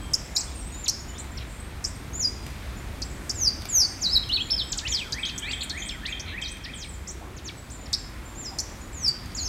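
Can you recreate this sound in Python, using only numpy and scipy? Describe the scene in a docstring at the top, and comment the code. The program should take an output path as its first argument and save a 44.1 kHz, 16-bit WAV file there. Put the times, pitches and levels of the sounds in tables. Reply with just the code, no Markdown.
"""Songbirds trade whistled slurs, trills and sharp chip calls in a leafy wood, a third bird repeats a low
phrase further off and thin high notes come from distant singers. All are near-sine glides through listed
pitches. Random echoes scatter every note among trunks and leaves; filtered noise makes the rush of a creek
and a low rumble, and short noise bursts make the few twigs that tick near the microphone."""
import sys
import numpy as np
from scipy import signal
from scipy.fft import rfft, irfft
from scipy.io import wavfile
from scipy.ndimage import uniform_filter1d

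SR = 44100
rng = np.random.default_rng(int(sys.argv[2]) if len(sys.argv) > 2 else 0)


def amplitude_ratio(level_db):
    """Convert a level in decibels to the matching linear amplitude (field) ratio."""
    exponent = np.asarray(level_db, float) / 20
    return 10 ** exponent


def transcribe(u):
    """Save the signal u as a 16-bit wav file named by the first command-line argument.

    u: samples, shape (n,) or (channels, n), limited to [-1, 1]; the rate is SR.
    q: integer samples, one column per channel.
    """
    v = np.clip(np.atleast_2d(u).T, -1, 1)
    q = np.round(v * 32767).astype(np.int16)
    wavfile.write(sys.argv[1], SR, q)


N = 418068


def walk(rate):
    """Random drift: levels held 1 / rate seconds and smoothed twice, with a spread near 1."""
    hold = int(SR / rate)
    held = np.repeat(rng.standard_normal(N // hold + 1), hold)
    return 1.92 * uniform_filter1d(uniform_filter1d(held, hold), hold)[:N]


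def creek():
    """Rushing water and rumble: half-octave noise bands that swell together a little and flicker alone."""
    # Spectrum of water and rumble. Each row: frequency in Hz, relative density in dB per Hz.
    water_colour = [(12, -50), (20, -19), (39, -4.5), (60, 1), (86, -4.5), (113, -8.5), (158, -13),
                    (228, -13.5), (367, -17), (422, -22), (698, -23), (2530, -27), (5530, -37.5),
                    (8180, -37.5), (16000, -51)]
    creek_rms_db = -37.5
    hz = np.maximum(np.arange(N // 2 + 1) * SR / N, 1)
    points, db = np.transpose(water_colour)
    coloured = rfft(rng.standard_normal(N)) * amplitude_ratio(np.interp(np.log(hz), np.log(points), db))
    water, swell = 0, walk(0.8)
    for octave in np.arange(4, 14.6, .5):  # band centre is 2 ** octave Hz
        share = np.clip(1 - 2 * np.abs(np.log2(hz) - octave), 0, 1)
        flicker_db = 0.6 + 60 / 2 ** octave  # the lowest bands are the gustiest
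        water = water + irfft(coloured * share, N) * amplitude_ratio(0.9 * swell + flicker_db * walk(9))
    return water * amplitude_ratio(creek_rms_db) / np.sqrt(np.mean(water ** 2))


def whistle(notes, round_s, edge_s, waver_db, order=(), partial_db=(), warble=0, top_hz=15500):
    """Near-sine notes: the pitch rounds its corners, the edges fade, weak partials ride along."""
    voice, waver = np.zeros(N), amplitude_ratio(waver_db * walk(120))
    warble = warble + np.zeros(N)
    for note in notes:
        s, hz, db = np.transpose(note)
        first = max(int((s[0] - edge_s) * SR), 0)
        i = np.arange(first, min(int((s[-1] + edge_s) * SR), N))
        t = i / SR
        pitch = uniform_filter1d(np.interp(t, s, hz), int(round_s * SR) + 1) + warble[i]
        phase = 2 * np.pi * np.cumsum(pitch) / SR
        edge = np.clip(np.minimum(t - s[0], s[-1] - t) / (2 * edge_s) + .5, 0, 1) ** 2
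        # partials stay silent above top_hz
        upper = sum(amplitude_ratio(d) * (k * pitch < top_hz) * np.sin(k * phase) for k, d in zip(order, partial_db))
        voice[i] += np.sqrt(2) * amplitude_ratio(np.interp(t, s, db)) * edge * (np.sin(phase) + upper)
    return voice * waver


def strokes(shape, rows):
    """One gliding note a row, all with the same course in time."""
    share, way, shape_db = np.transpose(shape)
    return [np.transpose([s + share * length, first + way * (last - first), db + shape_db])
            for s, length, first, last, db in rows]


def far_notes():
    """Thin glides of distant birds, and the held end of one low phrase; the pitch trembles at random."""
    # A note starts firm and thins out. Each row: share of the length, share of the pitch change,
    # level in dB relative to the note.
    far_shape = [(0, 0.057, 5.5), (.4, .4, -1), (1, 0.94, -3.5)]
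    # Each row: start in seconds, length in seconds, first pitch in Hz, last pitch in Hz, level in dB.
    # The flat 3.2 kHz row is the held end of the low singer's last syllable.
    thin_notes = [(.001, .2, 3200, 3140, -59), (.001, .12, 7940, 8080, -57.5),
                  (0.192, .08, 7650, 7500, -60), (.3, .035, 7130, 7090, -60),
                  (0.134, .135, 7960, 7930, -58), (.28, .06, 2140, 2180, -59), (.34, .057, 2180, 2640, -55),
                  (.37, .125, 8480, 8460, -51.5), (.47, .07, 3290, 4050, -59.5),
                  (.51, .03, 6600, 7100, -58), (0.551, .14, 8700, 8120, -50.5),
                  (.585, .03, 8350, 7600, -51), (.615, .06, 7600, 7850, -53),
                  (0.605, .03, 5590, 5760, -54.5), (.69, .108, 3720, 3830, -63),
                  (0.997, .03, 6800, 6810, -48), (1.08, .06, 2870, 3110, -59),
                  (1.137, .069, 3110, 4400, -56.5), (1.078, .04, 6900, 7050, -54),
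                  (1.317, .04, 7380, 7230, -57), (1.601, .075, 8060, 8650, -57.5),
                  (1.95, .05, 8400, 8630, -58.5), (2.27, .056, 8300, 8160, -61),
                  (2.42, .02, 8500, 8510, -59), (2.763, .066, 7020, 7330, -62), (3.1, .04, 6750, 6800, -61),
                  (3.036, .135, 7620, 7770, -58.5), (3.242, .045, 8320, 7870, -60),
                  (3.699, .06, 10800, 12000, -56), (3.719, .07, 8360, 8300, -59),
                  (3.856, .1, 8420, 8530, -55), (4.084, .084, 7720, 7500, -54),
                  (4.399, .065, 7500, 6830, -54.5), (4.45, .062, 6950, 7230, -54),
                  (4.632, .078, 7960, 7550, -53), (4.903, .105, 7650, 8000, -54),
                  (5.18, .08, 8150, 7900, -49.5), (5.193, .012, 9410, 8180, -50),
                  (5.352, .036, 7900, 8000, -51), (5.491, .025, 7850, 6700, -47.5),
                  (5.51, .09, 8030, 7800, -52), (5.61, .015, 6800, 8200, -39),
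                  (5.7, .08, 8480, 8470, -55.5), (5.91, .024, 7200, 7700, -48),
                  (6.427, .045, 5950, 5800, -53), (6.475, .023, 5840, 6640, -48),
                  (6.737, .093, 3180, 3250, -53), (6.84, .03, 8920, 7190, -50),
                  (6.872, .05, 9000, 8900, -57), (6.888, .024, 8300, 6860, -47.5),
                  (6.93, .018, 7940, 6580, -48), (7.21, .039, 744, 1200, -51), (7.55, .1, 7870, 7700, -62),
                  (7.734, .12, 7280, 6960, -58.5), (7.975, .123, 7550, 7200, -60),
                  (8.244, .115, 7230, 7400, -61), (8.447, .1, 7260, 7050, -59),
                  (8.511, .03, 766, 1000, -50), (8.69, .069, 7340, 7200, -59),
                  (8.812, .043, 6900, 7000, -55), (9.02, .021, 7650, 8050, -50)]
    return whistle(strokes(far_shape, thin_notes), 0.0085, 0.007, 2.6, warble=45 * walk(150))


def chips():
    """Steep falls that bob up; high chips climb on without the dip, a line at 1.5 times the pitch is harsh."""
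    # After its steep fall a chip rounds off, bobs up, dips and weakens, then climbs again a little louder.
    # Each row: seconds from the lowest point, level in dB relative to the chip.
    chip_shape = [(-.0021, 2), (0, -4), (.0047, 2.5), (.0078, -7), (0.0148, -2.5)]
    # Each row: lowest point in seconds, lowest pitch in Hz, bob in Hz, end in Hz, level in dB.
    chip_calls = [(0.1385, 4620, 5590, 7740, -25.5), (.3665, 3700, 5400, 5970, -21),
                  (0.885, 3990, 5700, 7060, -20), (1.845, 4480, 5760, 7000, -29.5),
                  (3.023, 3940, 5350, 6340, -31.5), (3.2988, 4463, 5560, 7600, -25),
                  (5.1267, 3650, 5130, 6500, -29.5), (5.382, 5220, 7030, 8450, -30.5),
                  (5.634, 6760, 8230, 9300, -35), (5.701, 3290, 4460, 4480, -29.5),
                  (6.2, 4240, 6320, 6950, -36), (7.934, 3470, 5400, 5630, -22.5),
                  (8.590, 4080, 6180, 7700, -22)]
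    top_hz, top_db, round_hz, fall_hz_per_s = 9000, -13.5, 1500, 990000
    dip_hz, high_chip_hz = 976, 5000
    lag, shape_db = np.transpose(chip_shape)
    notes = []
    for s, low, bob, end, db in chip_calls:
        fall_s = max(top_hz - low - round_hz, 100) / fall_hz_per_s
        dip = bob - dip_hz if low < high_chip_hz else (bob + end) / 2
        times = s + np.r_[lag[0] - fall_s, lag]
        pitches = [top_hz, low + round_hz, low, bob, dip, end]
        notes.append(np.transpose([times, pitches, db + np.r_[top_db, shape_db]]))
    return whistle(notes, 0.0014, .0005, 1.2, order=(1.5, 2, 3), partial_db=(-20, -30, -42))


def glides():
    """Single strokes of the song: short drops, rises, held notes and tumbles."""
    # Courses of the strokes. Each row: share of the length, share of the way from first to last pitch,
    # level in dB relative to the stroke.
    drop_shape = [(0, 0.092, 0), (.33, 0.32, 0), (.72, .8, -2.5), (1, 1, -15.5)]
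    rise_shape = [(0, 0, 3.5), (.5, .6, -8), (1, 1, -9)]
    hold_shape = [(0, 0.14, -5.5), (.3, 0.16, 1), (.7, .7, -2), (1, 1, -1)]
    tumble_shape = [(0, 0.0069, -12.5), (.27, .17, -7.5), (.58, .41, -6), (.75, .66, -2), (.81, .76, 2),
                    (.88, .92, -4), (1, 0.94, -10)]
    # Strokes as sung. Each row: start in seconds, length in seconds, first pitch in Hz, last pitch in Hz,
    # level in dB.
    sung_drops = [(0.405, .015, 7600, 3670, -33.5), (1.372, .023, 6300, 2190, -39),
                  (4.718, 0.02, 8640, 2110, -28.5), (4.773, 0.026, 9250, 2090, -28),
                  (5.616, .019, 4880, 1954, -33.5), (6.64, 0.029, 6210, 1600, -35),
                  (7.364, .04, 7800, 2200, -49), (7.857, 0.024, 6200, 2240, -48)]
    sung_rises = [(5.42, 0.098, 2890, 4880, -37.5), (5.511, .016, 2900, 7700, -32),
                  (5.607, .01, 2970, 4900, -24.5)]
    sung_holds = [(0.351, 0.051, 6660, 7780, -32), (1.4, 0.034, 3200, 3100, -46),
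                  (1.47, 0.14, 7700, 8100, -55), (5.43, 0.085, 2230, 2860, -37.5),
                  (5.525, .02, 7300, 8040, -40), (5.898, .027, 5400, 5100, -46),
                  (6.105, .025, 2660, 2800, -43), (6.255, 0.089, 3240, 2970, -42.5),
                  (9.078, 0.0087, 6440, 7950, -37), (9.086, 0.018, 7950, 7550, -45),
                  (9.347, .013, 6550, 7300, -36.5)]
    sung_tumbles = [(6.742, .122, 8780, 1760, -37), (7.44, .064, 7790, 1880, -36)]
    return (strokes(drop_shape, sung_drops) + strokes(rise_shape, sung_rises)
            + strokes(hold_shape, sung_holds) + strokes(tumble_shape, sung_tumbles))


def hooks():
    """Notes that flick up, dip and climb again, all from the same starting pitch."""
    # Each row: seconds from the start, level in dB relative to the hook.
    hook_shape = [(0, -2.5), (.012, -2), (0.021, 1), (.049, -8)]
    # Each row: start in seconds, top in Hz, dip in Hz, end in Hz, level in dB.
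    sung_hooks = [(1.179, 9000, 6950, 8700, -39.5), (1.848, 8820, 6900, 8760, -40),
                  (7.072, 7840, 5380, 8800, -38), (7.7, 9000, 6920, 8500, -42.5)]
    start_hz = 4700
    lag, shape_db = np.transpose(hook_shape)
    return [np.transpose([s + lag, [start_hz, *hz], db + shape_db]) for s, *hz, db in sung_hooks]


def syllables(shape, rows):
    """A learnt syllable, stretched, shifted in pitch and swelling more or less each time."""
    share, hz, shape_db = np.transpose(shape)
    return [np.transpose([s + share * length, ratio * hz, db + depth * shape_db])
            for s, length, ratio, db, depth in rows]


def arches_and_zigzags():
    """Two learnt syllables: one arches over and falls, the other falls, climbs and falls again."""
    # Each row: share of the length, pitch in Hz before the ratio, level in dB before the swell depth.
    arch_shape = [(0, 6280, -15), (.085, 6800, -14), (.2, 7126, -7), (.42, 7060, -5.5), (.54, 6580, -5.5),
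                  (.68, 5270, 2), (.76, 4900, -1.5), (1, 4780, -8.5)]
    zigzag_shape = [(0, 7490, -24), (.05, 6940, -11), (.17, 5080, -3), (.31, 4010, -2.5), (.38, 3890, -3.5),
                    (.45, 4000, -7.5), (.62, 5000, -11), (.73, 5260, 1.5), (.78, 5000, -5.5),
                    (.86, 4140, 3.5), (.91, 3860, -0.5), (1, 3800, -5)]
    # Each row: start in seconds, length in seconds, pitch ratio, level in dB, swell depth as a factor.
    sung_arches = [(2.132, .153, 1.001, -24, 1.01), (8.35, .16, 1.03, -38, 0.71)]
    sung_zigzags = [(4.01, .174, 1.001, -20, 1.01), (9.348, .16, 1.045, -30.5, 1.16)]
    return syllables(arch_shape, sung_arches) + syllables(zigzag_shape, sung_zigzags)


def slurs():
    """The same falling pitch each time: slurs open thin, swell to full voice at their own moment, then sag."""
    # Each row: share of the length, pitch in Hz before the ratio.
    slur_course = [(0, 7800), (.07, 7230), (.2, 6910), (.42, 6290), (.6, 5800), (.8, 4900), (.93, 4540),
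                   (1, 4560)]
    # Each row: start in seconds, length in seconds, pitch ratio, full level in dB, full voice at seconds.
    sung_slurs = [(3.344, 0.15, 1.026, -21, 3.437), (3.686, 0.17, 1.007, -19.5, 3.757),
                  (8.928, 0.17, 1.015, -25, 9.056), (9.362, .2, 1.01, -32.5, 9.42)]
    open_db, swell_db_per_s, sag_db_per_s = -43, 308, 20
    share, notes = np.linspace(0, 1, num=40), []
    course_hz = np.interp(share, *np.transpose(slur_course))
    for s, length, ratio, db, full_s in sung_slurs:
        t = s + share * length
        swell_db = swell_db_per_s * np.maximum(full_s - t, 0)
        sag_db = sag_db_per_s * np.maximum(t - full_s, 0)
        notes.append(np.transpose([t, ratio * course_hz, np.maximum(db - swell_db - sag_db, open_db)]))
    return notes


def song():
    """Slurred whistles; in places the pitch swings quickly, a trill when slow and a burr when fast."""
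    # Quick swings of pitch. Each row: start in seconds, end in seconds, rate in Hz, swing in Hz.
    pitch_swings = [(1.396, 1.447, 99.4, 900), (1.465, 1.598, 90, 800), (3.451, 3.49, 420, 130),
                    (3.794, 3.852, 415, 191), (5.772, 5.875, 83.2, 300), (6.251, 6.34, 99.8, 1000),
                    (6.734, 6.839, 90.6, 506), (7.443, 7.473, 99, 300), (9.055, 9.093, 430, 80)]
    # Winding syllables sung once, one list each. Each row: time in seconds, pitch in Hz, level in dB.
    winding_figures = [
        [(.72, 6700, -50), (.759, 7040, -45), (.807, 7370, -44), (.832, 7140, -50), (.845, 7010, -32),
         (.856, 5660, -45), (.862, 3990, -32), (.877, 1880, -41)],
        [(4.292, 2730, -30), (4.312, 3130, -29.5), (4.333, 4250, -22), (4.346, 4445, -23), (4.365, 3870, -25),
         (4.379, 2490, -33), (4.392, 2610, -33), (4.41, 3220, -28), (4.425, 3390, -30)],
        [(4.497, 2425, -40), (4.509, 5480, -23.5), (4.52, 5270, -21), (4.545, 5240, -24.5), (4.557, 5260, -37),
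         (4.576, 5110, -33), (4.601, 3836, -25.5), (4.623, 3120, -29), (4.628, 3120, -34)],
        [(4.85, 2470, -33.5), (4.872, 3130, -26.5), (4.888, 7320, -37), (4.909, 6900, -31.5),
         (4.951, 4870, -25), (4.993, 3210, -30), (5.03, 2210, -39)],
        [(5.25, 3103, -21), (5.258, 6170, -42), (5.28, 6940, -48), (5.291, 5930, -46.8), (5.301, 3480, -31)],
        [(5.255, 2935, -29), (5.275, 3970, -40), (5.304, 2320, -40)],
        [(5.775, 6890, -48), (5.805, 6380, -41), (5.845, 7250, -44), (5.874, 8600, -42), (5.885, 7770, -40),
         (5.895, 3580, -31.5), (5.92, 2400, -42.5), (5.964, 1843, -45)],
        [(6.05, 2310, -34), (6.065, 4380, -33.5), (6.071, 8000, -49), (6.08, 9150, -52), (6.105, 6620, -43),
         (6.13, 6300, -54)],
        [(6.412, 2910, -46), (6.42, 8260, -39), (6.432, 5400, -45), (6.457, 3830, -31.5), (6.465, 3700, -36),
         (6.473, 4360, -40), (6.503, 7850, -50), (6.525, 8240, -39), (6.53, 7960, -45)],
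    ]
    t, warble = np.arange(N) / SR, np.zeros(N)
    for start, end, rate_hz, swing_hz in pitch_swings:
        swell = np.clip(np.minimum(t - start, end - t) / 0.0065, 0, 1)
        warble += swing_hz * swell * np.sin(2 * np.pi * rate_hz * (t - start))
    notes = slurs() + arches_and_zigzags() + glides() + hooks() + winding_figures
    return whistle(notes, 0.0022, .003, 1.5, order=(2, 3), partial_db=(-33.5, -42), warble=warble)


def twigs():
    """Dry snaps: a noise burst of a millisecond or two, filtered to a band of its own."""
    # Each row: time in seconds, peak in dB, upper band edge in Hz.
    twig_ticks = [(.744, -40, 7000), (1.243, -36, 3000), (2.465, -27, 2400), (2.505, -38, 2000),
                  (3.62, -29, 4700), (3.654, -27.5, 4800), (4.29, -36, 9000), (6.569, -35, 5460),
                  (9.259, -39, 9000), (9.319, -40, 5960)]
    ticks, t = np.zeros(N), np.arange(400) / SR
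    bursts = rng.standard_normal((len(twig_ticks), len(t))) * np.exp(-t / 0.0021)
    for (s, db, hz), burst in zip(twig_ticks, bursts):
        band = signal.butter(1, [hz / 2.7, hz], "bandpass", fs=SR, output="sos")
        snap = signal.sosfilt(band, burst)
        start = int(s * SR)
        ticks[start:start + len(t)] += amplitude_ratio(db) * snap / np.abs(snap).max()
    return ticks


def low_singer():
    """The same phrase over and over, each syllable with its own strength; a slope throws it back once."""
    # Three syllables, falling, rising and last. Each row: seconds from the last syllable, pitch in Hz,
    # level in dB relative to the syllable.
    phrase_shape = [
        [(-.2, 1705, -5), (-.17, 1519, -0.5), (-.14, 1270, -2.5), (-.12, 1290, -10)],
        [(-.115, 1500, -22), (-.085, 1760, -2), (-.052, 2060, -1), (-.025, 2648, 8)],
        [(0, 3860, -1.5), (.0075, 3150, 6.5), (.02, 3198, -13), (.045, 3220, -19)],
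    ]
    # Each row: last syllable in seconds, then levels of the falling, rising and last syllable in dB.
    phrase_repeats = [(4.231, -56, -57, -41.5), (4.528, -70, -52, -34.5), (4.919, -51, -42, -33),
                      (5.229, -49, -40.5, -29.5), (5.529, -54, -38.5, -31), (5.818, -53, -41, -33.5),
                      (6.122, -51, -40, -32), (6.418, -51, -40, -35), (6.733, -54, -47, -44.5)]
    echo_s, echo_db = .048, -11.5
    notes = [np.array(syllable) + (s, 0, db)
             for s, *levels in phrase_repeats for syllable, db in zip(phrase_shape, levels)]
    voice = whistle(notes, 0.0019, .004, 0.99)
    return voice + amplitude_ratio(echo_db) * np.roll(voice, int(echo_s * SR))


def wood(x, near_db, near_s, tail_db, low_t60, high_t60):
    """Direct sound, quick scatter from leaves and ground, then the long scatter of trunks, treble fading apart.
    The echoes cross into a new random pattern every change_s, so no single colouring lasts."""
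    length_s, change_s = 1.2, .3
    t, hop = np.arange(int(length_s * SR)) / SR, int(change_s * SR)
    quick = np.exp(-t / near_s) / np.sqrt(near_s * SR / 2)
    low_fade, high_fade = [np.exp(-np.log(1000) * t / t60) for t60 in (low_t60, high_t60)]
    split = signal.butter(2, 5500, fs=SR, output="sos")
    window = np.sqrt(np.hanning(2 * hop))
    x, echoes = np.pad(x, (hop, 2 * hop)), np.zeros(N + 3 * hop + len(t))
    for i in range(0, N + hop, hop):
        near, noise = rng.standard_normal((2, len(t)))
        low = signal.sosfilt(split, noise)
        tail = (low * low_fade + (noise - low) * high_fade) * np.minimum(t / 0.011, 1)
        tail = tail / np.sqrt(np.sum(tail ** 2))
        response = amplitude_ratio(near_db) * quick * near + amplitude_ratio(tail_db) * tail
        echo = signal.fftconvolve(x[i:i + 2 * hop] * window, response)
        echoes[i:i + len(echo)] += echo
    return (x + echoes[:len(x)])[hop:hop + N]


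def scene():
    """Each group of sounds sits at its own distance, so each has its own share of echo."""
    singers = wood(song(), -4.5, 0.02, -12.0, 0.34, 0.62)
    callers = wood(chips(), -0.55, 0.0074, -10.5, 0.29, 0.53)
    low = wood(low_singer(), -7, 0.021, -2.6, 1.0, 0.56)
    far = wood(far_notes(), 0, 0.017, -0.5, 0.89, 0.57)
    ticks = wood(twigs(), 0, 0.0021, -1, 0.66, 0.42)
    return (singers + callers + low + far + ticks + creek())[None]


def top_cut(x):
    """Nothing passes above the cut-off."""
    return signal.sosfilt(signal.butter(12, 16180, fs=SR, output="sos"), x)


def record(dry):
    """A small hand-held recorder: a slightly bending, coloured microphone and a cut top."""
    # Peaks and dips of the capsule. Each row: centre in Hz, width in Hz, gain in dB.
    capsule_colour = [(2900, 380, -3), (8300, 2300, -2), (10430, 350, -5), (12000, 5100, 2.5)]
    top_hz = 15830
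    hz = np.arange(N // 2 + 1) * SR / N
    colour_db = sum(db * np.exp(-((hz - centre) / width) ** 2) for centre, width, db in capsule_colour)
    # loud notes and their echoes multiply into a haze of sum tones, heard around the capsule's treble peak
    bend = rfft(dry ** 2 + 3.0 * dry ** 3)
    haze = amplitude_ratio(-1.0) * bend * np.exp(-((hz - 11800) / 2500) ** 2)
    heard = irfft((rfft(dry) + haze) * amplitude_ratio(colour_db) * (hz < top_hz), N)
    return top_cut(heard)


dry = scene()
out = record(dry)
transcribe(out)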